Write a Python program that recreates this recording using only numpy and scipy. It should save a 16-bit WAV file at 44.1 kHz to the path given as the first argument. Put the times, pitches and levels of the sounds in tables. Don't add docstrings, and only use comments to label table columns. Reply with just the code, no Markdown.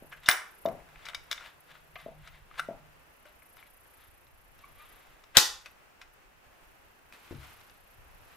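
import sys
import numpy as np
from scipy import signal
from scipy.fft import rfft, irfft
from scipy.io import wavfile

SR = 44100
rng = np.random.default_rng(int(sys.argv[2]) if len(sys.argv) > 2 else 0)


def digitize_waveform(pressure):
    field = np.atleast_2d(pressure).T
    bounded = np.clip(field, -1, 1)
    quanta = np.round(bounded * 32767).astype(np.int16)
    wavfile.write(sys.argv[1], SR, quanta)


def invert_db(x):
    u = np.asarray(x, float) / 20
    return 10 ** u


N = 368676

# [f/Hz, level/dB, t60/s]
BARREL_MODES = [(720, -0.5, 0.021), (1080, -12.5, 0.0065), (1332, -6, 0.0068), (1700, 1, 0.014),
                (2080, -1.5, 0.06), (2290, 7.5, 0.0091), (2890, -1.5, 0.022), (3650, -7, 0.012),
                (4040, -3, 0.018), (4760, -11.5, 0.011), (5430, -8.5, 0.012), (3900, -7, 0.016),
                (7500, -12.5, 0.0085), (7800, -7.5, 0.027), (9600, 3, 0.0026), (10800, -11, 0.0056),
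                (12500, -7, 0.0017), (14600, -4.5, 0.0083)]
# [t/s, left-right level/dB]
HAND_PLACES = [
    (0, 1),
    (1.2, 4.5),
    (2.6, 3.5),
    (3.3, 5.5),
    (5.2, 2.5),
    (5.37, 5.5),
    (6, 1.5),
    (7.3, 4.5),
    (8.36, 11),
]


def rms_one(x):
    return x / np.sqrt(np.mean(x ** 2) + 1e-20)


def in_time(rows, off=None):
    s, *columns = np.transpose(rows)
    return [np.interp(np.arange(N) / SR, s, c, off, off) for c in columns]


def at_hz(points, hz):
    points_hz, values = np.transpose(points)
    return np.interp(np.log(hz), np.log(points_hz), values)


def drift(rate):
    hop = 40
    r = np.exp(-2 * np.pi * rate * hop / SR)
    white = rng.standard_normal(N // hop + 2002)
    slow = signal.lfilter([1], [1, -2 * r, r * r], white)[2000:]
    return np.interp(np.arange(N) / hop, np.arange(len(slow)), rms_one(slow))


def coloured(x, spectrum, alike=None):
    # [f/Hz, left-right likeness]
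    field_likeness = [(60, 1), (240, 0.11), (950, -0.019), (3770, 0.061), (15000, -1.3)]
    hz = np.maximum(np.fft.rfftfreq(x.shape[-1], 1 / SR), 1)
    mid, side = rfft(x) * invert_db(at_hz(spectrum, hz))
    alike = np.clip(at_hz(field_likeness, hz) if alike is None else alike, 0, 1)
    both = np.sqrt(1 + alike) * mid + np.sqrt(1 - alike) * side * [[1], [-1]]
    return rms_one(irfft(both, x.shape[-1]))


def add(out, sound, s, pan_db):
    i = round(s * SR)
    placed = invert_db([[pan_db / 2], [-pan_db / 2]]) * sound
    out[:, i:i + sound.shape[-1]] += placed[:, :N - i]


def swells(rows):
    swell_db = 20
    power, t = np.zeros(N), np.arange(N) / SR
    for s, peak_db, rise, fall in rows:
        rise, fall = 4 * max(rise, 1e-3), 4 * max(fall, 1e-3)
        i, j = max(int((s - rise) * SR), 0), int((s + fall) * SR)
        below = np.interp(t[i:j], [s - rise, s, s + fall], [1, 0, 1])
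        power[i:j] += invert_db(2 * (peak_db - 4 * swell_db * below))
    return np.sqrt(power)


def grains(per_s, size_db):
    sizes = invert_db(size_db * np.minimum(rng.exponential(1, (2, N)), 5)) * rng.choice([-1, 1], (2, N))
    return sizes * (rng.random((2, N)) < per_s / SR)


def mode_bank(modes):
    hz, level_db, t60 = np.transpose(modes)[:, :, None]
    t = np.arange(24000 if t60.max() > .1 else 2500) / SR
    return invert_db(level_db - 60 * t / t60) * np.sin(2 * np.pi * hz * t)


def even(noise, fade):
    x = noise * fade
    for _ in range(12):
        tones = rfft(x)
        x = irfft(tones / (np.abs(tones) + 1e-12), x.shape[-1])
        top = 2 * fade * np.sqrt(np.sum(x ** 2, -1, keepdims=True) / np.sum(fade ** 2))
        x = np.clip(x, -top, top)
    return x


def struck(hits, modes, scatter_db, spread, dense_db, low_hz, top_hz=11000):
    mid_hz, high_hz = 2800, 6500
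    out, bank, hz = np.zeros((2, N)), mode_bank(modes), np.array(modes)[:, 0]
    t = np.arange(bank.shape[1]) / SR
    group = (hz > mid_hz).astype(int) + (hz > high_hz)
    borders = [low_hz, mid_hz, high_hz, top_hz]
    bands = [signal.butter(2, borders[g:g + 2], "band", fs=SR, output="sos") for g in range(3)]
    dense = [rms_one(signal.sosfilt(band, np.arange(len(t)) == 0)) for band in bands]
    roofs = [signal.butter(2, 1.4 * border, fs=SR, output="sos") for border in borders[1:]]
    strengths = invert_db(scatter_db * rng.standard_normal((len(hits), len(modes))))
    rattles = rng.standard_normal((len(hits), 2, 1500))
    for hit, strength, pair in zip(hits, strengths, rattles):
        s, peak_db, mid_db, high_db, body_hz, contact_ms = hit
        contact = max(contact_ms, .1) * SR / 1000
        k = np.arange(pair.shape[1])
        fade = np.exp(-k / contact)
        fade = fade * (1 - np.exp(-k / (0.031 * contact)))
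        mid, side = even(pair, fade)
        body = rms_one(invert_db(-60 * t / .014) * np.sin(2 * np.pi * body_hz * t))
        pan_db = np.interp(s, *np.transpose(HAND_PLACES))
        for g in np.unique(group):
            tone = rms_one(strength * (group == g) @ bank)
            tone = tone + invert_db(dense_db + .12 * peak_db) * dense[g]
            tone = signal.sosfilt(roofs[g], tone + invert_db(-0.5) * body * (g == 0))
            rattle = mid + spread * (1 + g) * side * [[1], [-1]]
            sound = signal.fftconvolve(rattle, tone[None], axes=1)
            level_db = peak_db + [0, mid_db, high_db][g]
            sound = sound / np.abs(sound.mean(0)).max() * invert_db(level_db)
            add(out, sound, s + .0005, pan_db - 0.4 * g)
    return out


def barrel():
    # [t/s, level/dB, brightness/dB, body f/Hz, contact/ms]
    knocks = [(0.123, -34.5, -13, 1720, 11), (0.26, -41, 8.5, 2080, 11), (0.2872, 5, -5, 1800, 1.15),
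              (0.2945, -15, -0.5, 2070, 1.9), (0.313, -22, 7, 2170, 2.2), (0.659, -35.5, 0, 1080, 3.3),
              (1.053, -38, 2.5, 1470, 8.6), (1.0652, -33, -23, 2340, 2.9), (1.0857, -29, -3.5, 1590, 1.44),
              (1.146, -29, 0.5, 2280, 4.6), (1.3126, -23, 2.5, 2290, 3), (1.3208, -28, 2, 2270, 1.7),
              (1.3268, -27, 1.5, 2290, 2.5), (1.3769, -36.5, -25, 2100, 4.3),
              (1.4085, -44, -21.5, 1390, 5.4), (1.955, -33.5, -32, 1224, 7.8), (2.2736, -42, -1, 1530, 4),
              (2.5945, -24.5, -1, 1580, 1.1), (2.5984, -21.5, -8.5, 1350, 1.6),
              (3.2528, -47, -7.5, 1560, 5.6), (3.5673, -45, -7, 1516, 3.5), (5.2372, -47.5, 0, 1357, 4.7),
              (5.6583, -40.5, 0.5, 2600, 6), (6.014, -40, -3.5, 2483, 6.3)]
    # [t/s, level/dB, brightness/dB, body f/Hz]
    ticks = [(0.233, -42, -4.5, 2020), (0.6847, -37.5, -7, 1030), (0.8015, -45.5, -14.5, 1000),
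             (0.8879, -46, -7.5, 1660), (0.9574, -40, -27, 2470), (0.99, -47, -10, 1430),
             (1.1332, -35, -19.5, 1520), (1.707, -51, -8, 1326), (1.7522, -44.5, -14.5, 1445),
             (1.9998, -48, -1, 1630), (2.3446, -48, -16.5, 1160), (2.5117, -46, -20, 1200),
             (2.54, -44, -30.5, 1495), (2.5553, -46, -17, 1610), (3.421, -49, -12, 2234),
             (3.625, -43, -20, 2270), (4.2672, -56.5, 3, 2010), (4.5898, -53, 1, 1690),
             (4.8023, -48, -16.5, 1190), (7.1233, -40, -7.5, 2450), (7.1506, -46, -12.5, 1944),
             (7.3038, -46, -11, 1300), (7.3472, -49, -2, 1500), (7.43, -42.5, -13, 1500),
             (7.45, -48, -10, 2200), (7.5892, -56, -8, 1880), (7.6102, -55.5, 6.5, 1685),
             (7.696, -57.5, 10, 1753)]
    follows = 0.72
    hits = []
    for s, db, bright, hz, ms in knocks:
        hardness_db = 0.2 * min(db, -20)
        hits.append((s, db, bright, -2.5 + follows * bright + hardness_db, hz, ms))
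    for s, db, bright, hz in ticks:
        hits.append((s, db, bright, -8.5 + follows * bright, hz, 2.5))
    return struck(hits, BARREL_MODES, scatter_db=3.5, spread=0.18, dense_db=5.5, low_hz=1000)


def bolt():
    # [t/s, level/dB, mid level/dB, high level/dB, contact/ms]
    slams = [
        (5.369, -0.5, 9.5, 3.5, 1.53),
        (5.376, -11, 0, -4, 4),
        (5.384, -11, -1, -4, 2.5),
    ]
    # [f/Hz, level/dB, t60/s]
    bolt_modes = [(170, -30.5, 0.022), (950, -8, 0.011), (1500, 1, 0.016), (2010, 1, 0.014),
                  (2820, -5, 0.012), (3870, -1, 0.014), (3960, 0, 0.0089), (4600, -6, 0.016),
                  (4923, -12.5, 0.014), (5100, -8.5, 0.0065), (6560, 12, 0.0084), (7000, -1.5, 0.0044),
                  (7307, 2.5, 0.01), (8840, -3, 0.009), (10200, -13.5, .004), (11920, -16.5, 0.0022),
                  (13500, -14, 0.0034), (16000, -15.5, 0.0063)]
    body_hz = 2400
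    hits = [(s, db, mid, high, body_hz, ms) for s, db, mid, high, ms in slams]
    return struck(hits, bolt_modes, scatter_db=9.5, spread=0.49, dense_db=9.5, low_hz=900, top_hz=14650)


def pings():
    # [t/s, level/dB, f/Hz, t60/s]
    free_modes = [(0.2595, -32, 3650, 0.045), (0.272, -39, 5430, .05), (0.2945, -29, 3650, 0.013),
                  (0.2958, -19, 10800, 0.012), (0.2955, -19.5, 8900, .01), (0.33, -24, 5600, .01),
                  (0.311, -17.5, 3600, 0.027), (0.324, -28, 3650, .02), (0.659, -37, 3660, 0.035),
                  (1.057, -52, 4700, .04), (1.087, -38, 3650, .05), (1.146, -30, 3720, 0.035),
                  (1.147, -38, 4900, .04), (1.313, -39, 5400, 0.026), (1.313, -28, 3750, 0.036),
                  (1.327, -31, 3450, 0.035), (1.378, -40.5, 3600, 0.046), (1.409, -45, 1410, .1),
                  (2.5946, -20.5, 1540, 0.026), (2.596, -20, 1380, 0.024), (2.605, -39, 1474, 0.11),
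                  (5.3701, -1, 3870, 0.025), (5.372, -10, 3780, .03), (5.37, -12, 857, 0.024),
                  (5.385, -42, 838, .4), (5.385, -41, 860, .4), (5.39, -41, 1040, .3),
                  (5.37, -16, 1500, .03), (5.37, -26, 80, .04), (5.376, -15.5, 7260, .03),
                  (5.383, -11, 3990, 0.025), (5.384, -25, 4330, .05), (5.659, -40.5, 2540, 0.036),
                  (5.371, -24, 195, .05), (5.37, -18, 555, .03), (5.381, -27, 530, .03),
                  (5.659, -46.5, 4530, .02), (5.659, -51, 5700, .02), (3.63, -55, 2260, .04),
                  (3.659, -51, 2270, .015), (3.59, -54, 2300, .03), (3.8555, -50, 1710, .012),
                  (3.256, -52, 600, .12), (3.42, -55, 2150, .05), (7.35, -42.5, 138, .3),
                  (7.385, -45, 68, .35), (7.34, -48, 240, .15), (2.5125, -42, 1250, .02),
                  (7.1235, -45, 2500, .012), (1.147, -40, 2270, .06), (1.314, -36, 2280, .05),
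                  (0.288, -12, 2080, .02), (2.595, -30, 2660, .02), (2.595, -28.5, 3650, .02)]
    rise_s = 0.0002
    out, t = np.zeros((2, N)), np.arange(14000) / SR
    for s, peak_db, pitch_hz, t60 in free_modes:
        envelope = invert_db(peak_db - 60 * t / t60) * (1 - np.exp(-t / rise_s))
        tone = envelope * np.sin(2 * np.pi * pitch_hz * t)
        add(out, tone, s, np.interp(s, *np.transpose(HAND_PLACES)))
    return out


def rubbing():
    # [t/s, level/dB, rise/s, fall/s]
    strokes = [(0.12, -41, 0.0088, 0.0022), (0.175, -53.5, .02, .02), (0.238, -47.5, .025, .03),
               (0.27, -44, 0.04, 0.013), (0.285, -24, 0.0097, 0.0015), (1.05, -54, 0.2, .01),
               (1.096, -41, 0.061, .012), (1.311, -40.5, 0.0079, .002), (1.35, -48, .002, .012),
               (1.46, -46, 0.17, 0.069), (1.714, -48.5, 0.053, 0.017), (1.748, -53.5, .04, 0.075),
               (1.985, -51, 0.0055, 0.15), (2.28, -49, 0.088, 0.02), (2.35, -56, 0.082, 0.09),
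               (2.572, -53, 0.095, .02), (2.586, -32, 0.015, 0.012), (3.265, -55.5, .005, 0.061),
               (3.577, -53, 0.0039, 0.072), (4.008, -60, 0.082, 0.16), (4.604, -62, .07, .3),
               (4.8, -56.5, 0.084, 0.63), (5.352, -29, 0.0061, .06), (5.367, -22.5, 0.015, .002),
               (5.66, -47, .02, .02), (6.016, -50, .014, 0.021), (3.665, -59, 0.018, 0.032)]
    # [f/Hz, level/dB per Hz]
    rasp_colour = [(250, -29.5), (500, -10.5), (1200, 0.5), (2100, 1), (3600, -1), (5500, -14.5),
                   (9000, -19), (15000, -23.5)]
    slips = grains(6000, 1.4)
    dull = [(hz, db - 7.0 * np.log2(hz / 1500) * (hz > 1500), t60) for hz, db, t60 in BARREL_MODES]
    ringing = rms_one(signal.fftconvolve(slips[0], mode_bank(dull).sum(0))[:N])
    rasp = coloured(slips, rasp_colour, 0.99)
    pressure = signal.lfilter([.006], [1, -.994], swells(strokes))
    pan_db = in_time(HAND_PLACES)[0]
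    return invert_db(-3.0 + pan_db * [[.5], [-.5]]) * pressure * (rasp + .35 * ringing)


def nut():
    # [t/s, level/dB]
    rings = [(0.2867, -38), (0.3038, -27.5), (0.325, -40), (0.6594, -55), (1.1458, -75), (1.3139, -56),
             (1.3274, -60), (1.4663, -68), (1.747, -71), (1.956, -64.5), (2.3022, -67), (2.3794, -75.5),
             (2.5954, -63)]
    tone = mode_bank([(15270, 0, .08), (15420, -5, .05), (15200, -6, .07)]).sum(0)
    tone = tone * (1 - np.exp(-np.arange(len(tone)) / 40))
    out = np.zeros((2, N))
    for s, peak_db in rings:
        add(out, invert_db(peak_db + 6.0) * tone, s, .1)
    return out


def recoil():
    # [t/s, level/dB]
    blows = [
        (0.287, -22.5),
    ]
    modes = [(184, -11.0, 0.018), (443, -5.0, 0.013), (620, -2.0, .05), (743, 1.0, 0.077)]
    knock = mode_bank(modes).sum(0)
    knock = signal.sosfilt(signal.butter(2, 140, "high", fs=SR, output="sos"), knock)
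    out = np.zeros((2, N))
    for s, peak_db in blows:
        add(out, invert_db(peak_db - 3.5) * knock, s, 3.5)
    return out


def creak():
    # [t/s, f/Hz, level/dB]
    glide = [
        (4.62, 1146, -82),
        (4.645, 1154, -56.5),
        (4.67, 1170, -75),
        (4.77, 1170, -80.5),
        (4.79, 1176, -58),
        (4.83, 1230, -59),
        (4.86, 1240, -75),
    ]
    level_db, pitch_hz = in_time(glide, off=-200)[1], in_time(glide)[0]
    phase = 2 * np.pi * np.cumsum(pitch_hz * (1 + 0.011 * drift(58.0))) / SR
    return invert_db(level_db + 4.5 * drift(50)) * (np.sin(phase) + 0.57 * np.sin(2 * phase))


def stock():
    # [t/s, level/dB, contact/ms]
    landings = [
        (7.309, -31, 4),
        (7.322, -34, 6.2),
    ]
    # [f/Hz, level/dB, t60/s]
    stock_modes = [(62, -3, 0.45), (97.1, 5, 0.72), (127, 5, 0.45), (190, 4, 0.35), (323, 6, 0.26),
                   (370, 0, 0.25), (520, -3, 0.1)]
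    high_db, body_hz = -20, 326
    hits = [(s, db, high_db, high_db, body_hz, ms) for s, db, ms in landings]
    return struck(hits, stock_modes, scatter_db=1.5, spread=.3, dense_db=-25, low_hz=100)


def cloth():
    # [t/s, level/dB, rise/s, fall/s]
    swishes = [
        (7.134, -56, 0.024, 0.29),
        (7.28, -57, 0.15, 0.55),
        (7.44, -52.5, 0.12, 0.11),
        (7.505, -53, 0.11, 0.096),
        (7.6, -57.5, 0.093, 0.3),
        (8.33, -60, 0.32, 0.18),
    ]
    # [f/Hz, level/dB per Hz]
    fibre_colour = [(290, -14), (500, -18.5), (694, -12.5), (1170, -7.5), (1410, -8.5), (2800, -12),
                    (6760, -24), (15000, -27.5)]
    return swells(swishes) * invert_db(1.3 * drift(23.7)) * coloured(grains(2500, 1.34), fibre_colour, 0.46)


def porch(x):
    # [f/Hz, t60/s]
    decay = [(200, 0.19), (530, 0.38), (900, 0.44), (1390, 0.4), (3680, .35), (7000, 0.34), (10000, 0.31),
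             (15000, 0.22)]
    # [f/Hz, level/dB]
    tail_colour = [(150, -11.5), (500, -3.5), (1500, -5), (4000, -8.5), (7000, -3.5), (9000, -2.5),
                   (15000, -5.5)]
    t, response = np.arange(20000) / SR, 0
    thirds = 125 * 2 ** np.arange(0, 7.1, 1 / 3)
    white = rng.standard_normal((2, 2, len(t)))
    for k, (low, high) in enumerate(zip(thirds, thirds[1:])):
        hz = np.sqrt(low * high)
        noise = np.roll(white[k % 2], 999 * k, axis=1)
        band = signal.sosfilt(signal.butter(1, [low, high], "band", fs=SR, output="sos"), noise)
        response = response + band * invert_db(at_hz(tail_colour, hz) - 60 * t / at_hz(decay, hz))
    response = response * (1 - np.exp(-(t / 0.0066) ** 2))
    response = response + 0.3 * response[::-1]
    return signal.fftconvolve(x.mean(0)[None], response, axes=1)[:, :N]


def thuds():
    # [t/s, level/dB, left-right level/dB, pulse/ms, tail level/dB]
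    shots = [
        (0.022, -29.5, 3, 2.7, -3.5),
        (0.654, -7, 4, 0.9, -7),
        (2.061, -20.5, 3.5, 1.8, -3.5),
        (2.686, -16, 4, 1.87, -3.5),
    ]
    # [f/Hz, level/dB per Hz]
    distance_colour = [(45, -35), (90, -6), (200, 1), (410, -4.5), (665, 5), (980, -6), (2000, -28),
                       (3000, -75)]
    # [lag/s, gain]
    echoes = [
        (.0062, -.3),
        (.0225, .45),
        (.047, .06),
        (.059, 0.13),
    ]
    # f/Hz, level/dB, t60/s
    ring_hz, ring_db, ring_t60 = (670, -34, .06)
    out, t = np.zeros((2, N)), np.arange(16384) / SR
    hz = np.maximum(np.fft.rfftfreq(len(t), 1 / SR), 1)
    cepstrum = irfft(np.log(invert_db(at_hz(distance_colour, hz))))
    cepstrum[1:len(t) // 2] *= 2
    colour = np.exp(rfft(cepstrum[:len(t) // 2], len(t)))
    ring = mode_bank([(ring_hz, 0, ring_t60)])[0]
    tails = rng.standard_normal((len(shots), 2, len(t)))
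    for (s, peak_db, pan_db, pulse_ms, tail_db), noise in zip(shots, tails):
        pulse = np.sin(2000 * np.pi * t / pulse_ms) * (t < pulse_ms / 1000)
        pulse = pulse + sum(gain * np.roll(pulse, round(lag * SR)) for lag, gain in echoes)
        pulse = pulse + invert_db(ring_db) * signal.fftconvolve(pulse, ring)[:len(t)]
        envelope = invert_db(tail_db - 60 * t / 0.41) * (1 - np.exp(-t / 0.0039))
        tail = envelope * (noise + .5 * noise[::-1])
        sound = irfft(rfft(pulse + tail) * colour)
        add(out, invert_db(peak_db - 10.5) * sound / np.abs(sound.mean(0)).max(), s + 0.00041, pan_db)
    return out


def insects():
    # [t/s, level/dB, rise/s, fall/s]
    songs = [(0.09, -67.5, 0.25, 0.44), (0.63, -64.5, 0.34, 0.28), (1.243, -66, .012, .012),
             (1.26, -76, 0.12, 0.73), (1.607, -65, .012, .012), (1.66, -64.5, .012, .015),
             (1.93, -75, 1, 1.5), (3.55, -68.5, 0.83, 1.45), (3.96, -68.5, 0.77, 0.75),
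             (4.9, -66.5, 0.87, 0.36), (5.54, -74.5, .23, 0.39), (5.628, -68, 0.011, .015),
             (5.71, -62, .015, 0.014), (6.14, -72, .015, .02), (6.68, -76, .4, .2), (6.797, -70, .01, .01),
             (7.4, -70, 0.82, 1.56), (8.36, -74, 0.99, .1)]
    # [f/Hz, level/dB per Hz]
    wing_colour = [(4710, -45.5), (8000, -20), (8590, -10.5), (10400, -4.5), (11500, 0.5), (13500, -5),
                   (14200, -16), (15800, -27)]
    # [t/s, lead/rad]
    throb_lead = [(0, .7), (.8, -1.5), (3, .5), (3.15, .7), (3.3, 3.3), (3.7, 2.6), (4.15, 3.1),
                  (4.35, 3.7), (4.85, 3.7), (5.1, 2.8), (7, .7), (7.2, .4), (8, 1.3)]
    throbs_per_s, depth = 29.3, 0.78
    phase = 2 * np.pi * throbs_per_s * np.arange(N) / SR + in_time(throb_lead)[0] + .1 * drift(.4)
    stroke = (.5 + .5 * np.cos(phase)) ** 1.2
    throb = 1 - depth + 2 * depth * stroke
    return invert_db(3.5 + 1.5 * drift(4)) * swells(songs) * throb * coloured(grains(12000, 1.5), wing_colour, .1)


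def wind():
    # [t/s, level/dB, rise/s, fall/s]
    gusts = [(0.0, -69.5, .1, 0.9), (0.8, -66.5, .6, 0.95), (1.18, -66.5, 0.37, 0.37),
             (2.15, -62, 0.34, 1.2), (2.5, -66.5, 1, 1.2), (4.15, -70.5, 1.1, 1), (4.75, -64.5, 1.5, 0.48),
             (5.58, -67.5, .5, 0.29), (6.64, -71, .6, 0.44), (8.2, -62, .9, 0.34)]
    gust_colour = [(10, -10.0), (30, 1.5), (70, -5.5), (150, -16.0), (300, -41.5), (600, -90.5)]
    breeze_db = -73
    turbulence = coloured(rng.standard_normal((2, N)), gust_colour, 0.27)
    return np.hypot(invert_db(breeze_db), swells(gusts)) * invert_db(3.5 + 3.3 * drift(22)) * turbulence


def engine():
    # [t/s, level/dB, rise/s, fall/s]
    passes = [
        (0.07, -65.5, 0.045, 0.2),
        (0.9, -78, 0.46, 0.9),
        (1.72, -72, 0.14, 0.23),
        (2.18, -67, 0.52, 0.5),
        (2.75, -64.5, 0.3, 0.29),
    ]
    hum_hz = 151
    colour = [(hum_hz * 0.56, -60), (hum_hz, 0), (hum_hz * 1.6, -60)]
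    return invert_db(7.5) * swells(passes) * coloured(rng.standard_normal((2, N)), colour, 0.66)


def air():
    # [f/Hz, level/dB per Hz]
    air_colour = [(59, -42), (100, -13), (156, -11.5), (502, -7), (648, -6), (736, -6), (1650, -8),
                  (2320, -11.5), (2630, -10.5), (3620, -20.5), (11400, -27), (16000, -22.5)]
    level_db = -60 + 1.1 * drift(0.97) + .5 * drift(18)
    return invert_db(level_db) * coloured(rng.standard_normal((2, N)), air_colour)


def scene():
    no_bass = signal.butter(3, 600, "high", fs=SR, output="sos")
    steel = signal.sosfilt(no_bass, barrel() + rubbing())
    near = steel + bolt() + nut() + stock() + recoil() + creak()
    clear = pings()
    reverberation = invert_db(-35.5) * porch(near + invert_db(-5) * clear)
    field = thuds() + insects() + wind() + engine() + air()
    return near + clear + reverberation + cloth() + field


def low_pass(x):
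    return signal.sosfilt(signal.butter(12, 16490, fs=SR, output="sos"), x)


def record(dry):
    rounded = .84 * np.tanh(dry / .84)
    top_cut = signal.cheby2(12, 60, 15900 * 1.03, fs=SR, output="sos")
    return low_pass(signal.sosfilt(top_cut, rounded))


dry = scene()
out = record(dry)
digitize_waveform(out)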